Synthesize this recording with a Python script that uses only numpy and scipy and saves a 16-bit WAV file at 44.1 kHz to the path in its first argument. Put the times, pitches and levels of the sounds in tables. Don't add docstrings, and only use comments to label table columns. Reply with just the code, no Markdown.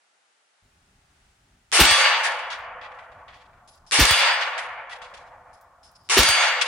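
import sys
import numpy as np
from scipy import signal
from scipy.fft import rfft, irfft, next_fast_len
from scipy.io import wavfile
from scipy.ndimage import uniform_filter1d

SR = 44100
rng = np.random.default_rng(int(sys.argv[2]) if len(sys.argv) > 2 else 0)


def pcm_store(signal):
    levels = np.round(np.clip(np.atleast_2d(signal), -1, 1) * 32767)
    wavfile.write(sys.argv[1], SR, levels.astype(np.int16).T)


def voltage_ratio(decibels):
    exponent = np.asarray(decibels, float) / 20
    return 10 ** exponent


N = 294147

# t/s, near level/dB, far level/dB, far lag/s, darkening factor/1
BLASTS = [(1.7244, 1, 0.5, .078, 1.086), (3.9186, 0, -1, .081, 1.127), (6.0966, -1, -1, .082, 0.99)]
# t since blast/s, gain/dB
GAIN_DUCK = [(0, -21.5), (.3, -20.5), (.55, -10), (.8, -9.5), (1.2, 1.5)]
# f/Hz, near level/(dB per Hz), far level/(dB per Hz), loss/(dB/s), most loss/dB
ECHO_FIELD = [(100, -45, -3, 144.5, 57), (238.2, -23.5, 1, 151.5, 30), (405, -5.5, 0, 118, 24.5),
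              (526.6, -11.5, -6.5, 10.5, -0.5), (690, -8.5, -4.5, -3.5, 1), (976, -7, -9, 0, -6.5),
              (1500, -2.5, -1.5, 4, 7.5), (2050, -1, -3.5, 9.5, 19.5), (2670, -1.5, -1, 17.5, 45),
              (4100, -8, -7, 39.5, 60), (5400, -5.5, -5, 42.5, 66.5), (6900, -8.5, -12, 49.5, 80),
              (10560, -9, -15.5, 65, 90), (15750, -23.5, -14.5, 195.5, 90)]
# f/Hz, level/dB
PORT_SIDE = [(100, -6.5), (400, -15.5), (1300, -7.5), (2400, -4.5), (4400, 2.5), (8000, 4), (12000, -1.5)]
# f/Hz, level/dB
PLATE_PARTIALS = [
    [(1163, -35.5), (2175, -41.0), (3370, -31.5), (4705, -31.5), (6185, -41.5), (6568, -40), (7784, -46.5), (8355, -37), (8543, -46), (9491, -67.5), (10277, -39.0)] + [(12274, -62), (12823, -61.5), (14373, -73), (15106, -63)],
    [(1163, -48), (2175, -36), (3365, -34.0), (3779, -47.5), (4710, -40), (4893, -31), (6562, -41), (8366, -37), (8538, -60), (10271, -50.5), (10637, -42)] + [(12823, -67.5), (15450, -58)],
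    [(1163, -46), (2175, -32.5), (3365, -31.5), (4705, -29), (6185, -61.5), (6562, -36.5), (7784, -67), (8355, -39.5), (8538, -52), (9496, -67), (10255, -42.0)] + [(12263, -72), (12823, -62), (12995, -73), (14368, -61), (15111, -79)],
]
# t/s, knock level/dB, knock centre f/Hz, treble level/dB
CASE_BOUNCES = [(2.236, -15.5, 2140, -6), (2.242, -21, 2200, -11), (2.3694, -36, 1930, -14),
                (2.505, -20.5, 2530, -20), (2.816, -29, 1800, -28), (2.9194, -44.5, 1570, -21),
                (2.9894, -41, 1530, -22), (3.1194, -45, 1620, -22), (3.283, -36, 1900, -26),
                (3.3443, -42, 2370, -17.5), (3.5334, -53, 1550, -20), (3.678, -51, 5020, 3),
                (3.868, -48.5, 5220, -4.5), (4.413, -15, 2170, -24), (4.581, -22.5, 1850, -10.5),
                (4.8978, -28.5, 1960, -14), (5.0195, -38, 2330, -14), (5.1412, -40.5, 2500, -9),
                (5.532, -58, 5160, 1), (5.833, -47.5, 5170, -3.5), (5.9544, -50, 5020, -11),
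                (6.0494, -60, 5050, -7), (6.6148, -16, 2430, -9)]
# f/Hz, level/(dB per Hz)
LEAF_COLOUR = [(59, -56.5), (100, -25), (674, -2.5), (837, 0), (998, -5.5), (1370, -1.5), (4360, -10),
               (7420, -12), (11000, -16.5), (14300, -42.5), (22000, -120)]
# f/Hz, level/(dB per Hz)
WIND_COLOUR = [(15, -41), (25, -8), (45, -8), (64, -5), (162, -16), (303, -22.5), (332, -28.5), (400, -21),
               (520, -52), (880, -120)]
# f/Hz, width/Hz, level/dB
BOARD_MODES = [(1506, 25, -9), (1955, 41, 0), (2330, 42, -9.5), (2680, 120, -20), (3370, 29, 0),
               (4810, 110, -11), (6090, 32, -15), (6570, 88, -15)]
# t/s, peak level/dB
FAR_TICKS = [(2.4444, -62), (2.5887, -59.5), (3.3727, -74), (3.7561, -64), (4.669, -68), (4.7194, -77),
             (4.9872, -66.5), (5.1094, -71.5), (5.6132, -55), (5.917, -60), (6.0114, -76), (6.0372, -69)]
# pin level/dB, near strike t/s, near level/dB, far strike t/s, far level/dB
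STRIKES = [(-18.5, 1.852, -7.5, 1.910, -10), (-16.5, 4.053, -6, 4.1088, -3.5),
           (-24, 6.232, -6, 6.289, -5.5)]
# push t/s, push level/dB, flutter level/dB, flutter f/Hz, strike shove level/dB
PUSHES = [(1.8066, -15.5, -18.5, 345, -32), (4.0078, -12.5, -22, 334, -24.5), (6.187, -17, -15, 388, -32.5)]

T = np.arange(N) / SR
M = next_fast_len(N)
F = np.maximum(np.arange(M // 2 + 1) * SR / M, 1)

NEAR_TOP_HZ = 10870
FAR_START_S, FAR_HISS_DB = .625, -86.5
LEAVES_DB, BREEZE_S, BREEZE_SPREAD_S, BREEZE_DB = -73.5, 1.2, .22, 2.5
WIND_DB, WIND_RISE_DB, WIND_DUCK_DB, WIND_BACK_S, WIND_BACK_SPREAD_S = -64, 1.5, 14, .64, .08
PIN_LEAD_S, PIN_T60_S, NEAR_STRIKE_T60_S, FAR_STRIKE_T60_S = .0072, .012, .03, .016
NEAR_DB, NEAR_OPEN_DB, NEAR_OPEN_S, NEAR_HOLD_S, NEAR_FALL_DB, NEAR_FALL_S = -19.5, 7, .018, .4, 55, 1.7
TREELINE_S, TREELINE_SPREAD_S, TREELINE_DB = .35, .041, 3.5
FAR_DB, BURST_DB, BURST_S, WAKE_DB_PER_S, FAR_HOLD_S, FAR_DB_PER_S = -23.5, 9.5, .045, 500, .18, 23.5
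RIDGE_S, RIDGE_SPREAD_S, RIDGE_DB = 1.45, .4, 6
EDGE_HZ, EDGE_DB = 500, -20.5
MASK_DB = -30.5
NEAR_TREES_S = .18
TOP_HOLD_S = .072
PUSH_HZ, PUSH_TURNS, PUSH_SAG_S, PUSH_PEAK_S = 48, .53, .0067, .0095
SHOVE_HZ, SHOVE_TURNS, SHOVE_SAG_S, SHOVE_PEAK_S = 50, 1.02, .0081, .0076
FLUTTER_LEAD_S, FLUTTER_PEAK_S = .011, .0056
RING_DB, RING_OPEN_DB, RING_OPEN_S, RING_FALL_DB, RING_FALL_S = 10.5, 19.5, .039, 89.5, 1.29
EDGE_MODE_HZ, EDGE_MODE_DB_PER_S = 4800, 38
BRASS_HZ, BRASS_WIDTH_HZ = 10380, 250
SPREAD_T60_S, SPREAD_S_PER_DB = .26, .009
RING_UNDER_DB, HOLLOW_RING_DB = -15, 12
RATTLE_PEAK_S, HOLLOW_OCTAVES = .013, .095


def curve(at, table, order=1):
    return np.interp(at, np.array(table)[:, 0], np.array(table)[:, order])


def spectrum(hz, table, order=1):
    return np.interp(np.log(hz), np.log(np.array(table)[:, 0]), np.array(table)[:, order])


def noise(gain):
    x = irfft(gain * rfft(rng.standard_normal(M)), M)[:N]
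    return x / x.std()


def hump(hz, octaves):
    return np.exp(-.5 * (np.log2(F / hz) / octaves) ** 2)


def resonance(hz, width_hz):
    return 1 / (1 + (2 * (F - hz) / width_hz) ** 2)


def bump(t, at, spread):
    return np.exp(-.5 * ((t - at) / spread) ** 2)


def walk(rate_hz):
    k = int(SR / rate_hz)
    return .91 * uniform_filter1d(np.repeat(rng.standard_normal(N // k + 1), k), k)[:N]


def gate(is_open, samples):
    return uniform_filter1d(1. * is_open, size=samples)


def pair(mid, side):
    return np.array([mid + side, mid - side])


def since(lagged):
    starts = np.array([s + lagged * lag for s, _, _, lag, _ in BLASTS])
    k = np.searchsorted(starts - .012 * lagged, T) - 1
    return np.where(k < 0, 9., T - starts[k]), k


def fade(t, t60):
    return (t >= 0) * voltage_ratio(-60 * np.clip(t, 0, 9) / t60)


def background():
    t_near, t_far = since(0)[0], since(.98)[0]
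    after_first = T > BLASTS[0][0]
    air = voltage_ratio(spectrum(F, LEAF_COLOUR))
    leaves_db = LEAVES_DB + BREEZE_DB * bump(T, BREEZE_S, BREEZE_SPREAD_S) + .6 * walk(9)
    leaves_db = leaves_db + 3.5 - 5 * after_first + curve(t_near, GAIN_DUCK)
    leaves = voltage_ratio(leaves_db) * pair(noise(air), .9 * noise(air * np.minimum(F / 700, 1)))
    duck_db = -WIND_DUCK_DB * (1 - np.tanh((t_far - WIND_BACK_S) / WIND_BACK_SPREAD_S)) / 2
    gusts_db = WIND_DB + WIND_RISE_DB * after_first + duck_db + 2.8 * walk(10) + 1.9 * walk(32)
    wind = voltage_ratio(gusts_db) * noise(voltage_ratio(spectrum(F, WIND_COLOUR)))
    hiss = voltage_ratio(FAR_HISS_DB + curve(t_far, GAIN_DUCK)) * noise(hump(11000, 1))
    return leaves, (wind + hiss) * (T > FAR_START_S)


def cracks():
    broad = hump(3200, 1.1)
    mid, side, mono = noise(broad), noise(broad), noise(hump(1800, 1.6))
    wake = noise(hump(12800, .05) + hump(15200, .04) + .2 * hump(13000, .39))

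    def snap(t, t60):
        body = fade(t, t60) * (mono + .69 * np.sin(2 * np.pi * 1300 * t))
        return body + voltage_ratio(-24.5) * fade(t, .16) * (t < .03) * wake

    near, far = 0, 0
    for blast, (pin_db, near_s, near_db, far_s, far_db) in zip(BLASTS, STRIKES):
        near = near + voltage_ratio(pin_db - 4.5) * fade(T - blast[0] + PIN_LEAD_S, PIN_T60_S)
        near = near + voltage_ratio(near_db - 7) * fade(T - near_s, NEAR_STRIKE_T60_S)
        far = far + voltage_ratio(near_db - 16) * snap(T - near_s, NEAR_STRIKE_T60_S)
        far = far + voltage_ratio(far_db - 6.5) * snap(T - far_s, FAR_STRIKE_T60_S)
    return near * pair(mid, .7 * side), far


def near_echo_db(t):
    fall = NEAR_FALL_DB * (1 - np.exp(-np.maximum(t - NEAR_HOLD_S, 0) / NEAR_FALL_S))
    treeline = TREELINE_DB * bump(t, TREELINE_S, TREELINE_SPREAD_S)
    return NEAR_DB - NEAR_OPEN_DB * np.exp(-t / NEAR_OPEN_S) + treeline - fall


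def far_echo_db(t):
    burst = BURST_DB * np.exp(-(t / BURST_S) ** 2) + WAKE_DB_PER_S * np.minimum(t, 0)
    fall = FAR_DB_PER_S * np.maximum(t - FAR_HOLD_S, 0)
    return FAR_DB + burst - fall + RIDGE_DB * bump(t, RIDGE_S, RIDGE_SPREAD_S)


def path_loss_db(hz, t, k):
    path_s = np.maximum(t - NEAR_TREES_S * (600 < hz < 5000), 0)
    rate = spectrum(hz, ECHO_FIELD, order=3)
    return np.minimum(rate * np.array(BLASTS)[k, 4] * path_s, spectrum(hz, ECHO_FIELD, order=4))


def echoes():
    (tn, kn), (tf, kf) = since(0), since(.98)
    near_db = np.where(kn < 0, -200, near_echo_db(tn) + np.array(BLASTS)[kn, 1])
    far_db = np.where(kf < 0, -200, far_echo_db(tf) + np.array(BLASTS)[kf, 2])
    fronts_db = walk(45)
    near, far = 0, voltage_ratio(far_db + EDGE_DB) * noise(hump(EDGE_HZ, .011))
    for hz in 110 * 2 ** np.arange(0, 7.3, 1 / 3):
        band = hump(hz, .14)
        width_db = 10 * np.log10(hz / 9000) + 1.6 * walk(24)
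        near_rel = width_db + spectrum(hz, ECHO_FIELD) - path_loss_db(hz, tn, kn)
        far_rel = width_db + spectrum(hz, ECHO_FIELD, order=2) - path_loss_db(hz, tf, kf)
        far_rel = far_rel - .83 * hz / 1000 * (tf < 0)
        near_keep = gate((near_rel > MASK_DB) | (hz < 7500), 400)
        far_keep = gate((far_rel > MASK_DB) | (hz < 7500), 400) * ((hz < NEAR_TOP_HZ) | (tf < TOP_HOLD_S))
        ports = pair(noise(band), voltage_ratio(spectrum(hz, PORT_SIDE)) * noise(band))
        near = near + near_keep * voltage_ratio(near_db + fronts_db + near_rel) * ports
        far = far + far_keep * voltage_ratio(far_db + fronts_db + far_rel) * noise(band)
    return near, far


def rock(t, hz, turns, sag_s, peak_s):
    t = np.clip(t, 0, 1)
    swing = np.sin(2 * np.pi * (hz * t + turns * (1 - np.exp(-t / sag_s))))
    return -t / peak_s * np.exp(1 - t / peak_s) * swing


def shoves():
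    out = 0
    for blast, strike, (s, push_db, flutter_db, hz, shove_db) in zip(BLASTS, STRIKES, PUSHES):
        flutter_t = T - blast[0] - blast[3] + FLUTTER_LEAD_S
        out = out + voltage_ratio(flutter_db) * rock(flutter_t, hz, 0, 1, FLUTTER_PEAK_S)
        out = out + voltage_ratio(push_db) * rock(T - s, PUSH_HZ, PUSH_TURNS, PUSH_SAG_S, PUSH_PEAK_S)
        shove_t = T - strike[3] + .0011
        out = out + voltage_ratio(shove_db) * rock(shove_t, SHOVE_HZ, SHOVE_TURNS, SHOVE_SAG_S, SHOVE_PEAK_S)
    return out


def ring_db(t):
    u = np.maximum(t, 0)
    fall = RING_FALL_DB * (1 - np.exp(-u / RING_FALL_S))
    return RING_DB - RING_OPEN_DB * np.exp(-u / RING_OPEN_S) - fall - 200 * (t < 0)


def plate():
    t, k = since(0)
    out = 0
    for shot, partials in enumerate(PLATE_PARTIALS):
        for hz, db in partials:
            in_near = hz < NEAR_TOP_HZ
            turn = 2 * np.pi * (hz * T + rng.random())
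            lag = min(hz / 6000, .75) * in_near
            flicker = walk(28)
            air_db = .55 * in_near * (hz / 1000) ** 2 * (t - .3)
            hanger_db = EDGE_MODE_DB_PER_S * bump(hz, EDGE_MODE_HZ, 300) * np.maximum(t - .45, 0)
            level_db = db + 3 + ring_db(T - STRIKES[shot][1]) - air_db - hanger_db + 4.1 * flicker
            audible = (flicker > -.7) & (in_near | (t > .23) & (t < .66))
            keep = gate((hz < 9000) | audible, 500)
            out = out + (k == shot) * keep * voltage_ratio(level_db) * np.sin([turn + lag, turn - lag])
    return out


def cases():
    near = 0
    thin, bright = resonance(BRASS_HZ, BRASS_WIDTH_HZ), hump(4500, .79)
    boards = .45 + sum(voltage_ratio(db) * resonance(hz, width_hz) for hz, width_hz, db in BOARD_MODES)
    ring = pair(noise(thin), .8 * noise(thin))
    treble = pair(noise(bright), noise(bright))
    tick = noise(hump(13000, .5) + .68 * hump(5500, .4))
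    rattle = voltage_ratio(3.85 * walk(70))
    for s, db, hz, treble_db in CASE_BOUNCES:
        t60 = SPREAD_T60_S + SPREAD_S_PER_DB * min(-13 - db, 34)
        brass_db = treble_db + RING_UNDER_DB + HOLLOW_RING_DB * (hz > 4000)
        knock = boards * hump(hz, .75) if hz < 4000 else hump(hz, HOLLOW_OCTAVES)
        u = np.clip(T - s + .004, 0, 9)
        shudder = u / RATTLE_PEAK_S * np.exp(1 - u / RATTLE_PEAK_S)
        shape = np.clip(u / .0025, 0, 1) * (.22 * fade(u, .04) + .2 * shudder + .33 * fade(u, t60))
        body = pair(noise(knock), .69 * noise(knock)) + voltage_ratio(treble_db) * treble
        near = near + voltage_ratio(db - 4.5) * rattle * shape * body
        near = near + voltage_ratio(db - 9 + brass_db) * np.clip(u / .008, 0, 1) * fade(u, .33) * ring
    ticks = sum(voltage_ratio(db) * (fade(T - s + .002, .02) + .25 * fade(T - s, .15)) for s, db in FAR_TICKS)
    return near, tick * ticks


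def scene():
    near, far = (sum(part) for part in zip(background(), cracks(), echoes(), cases()))
    near = signal.sosfilt(signal.ellip(8, .2, 60, NEAR_TOP_HZ, fs=SR, output="sos"), near)
    return near * voltage_ratio(np.array([[.35], [-.35]])) + far + shoves() + plate()


def band_limit(x):
    return signal.sosfilt(signal.butter(12, 16330, fs=SR, output="sos"), x)


def record(dry):
    cut = np.clip(dry, -.9, .9)
    mix = signal.sosfilt(signal.ellip(8, .2, 70, 15900, fs=SR, output="sos"), cut)
    return band_limit(mix)


dry = scene()
out = record(dry)
pcm_store(out)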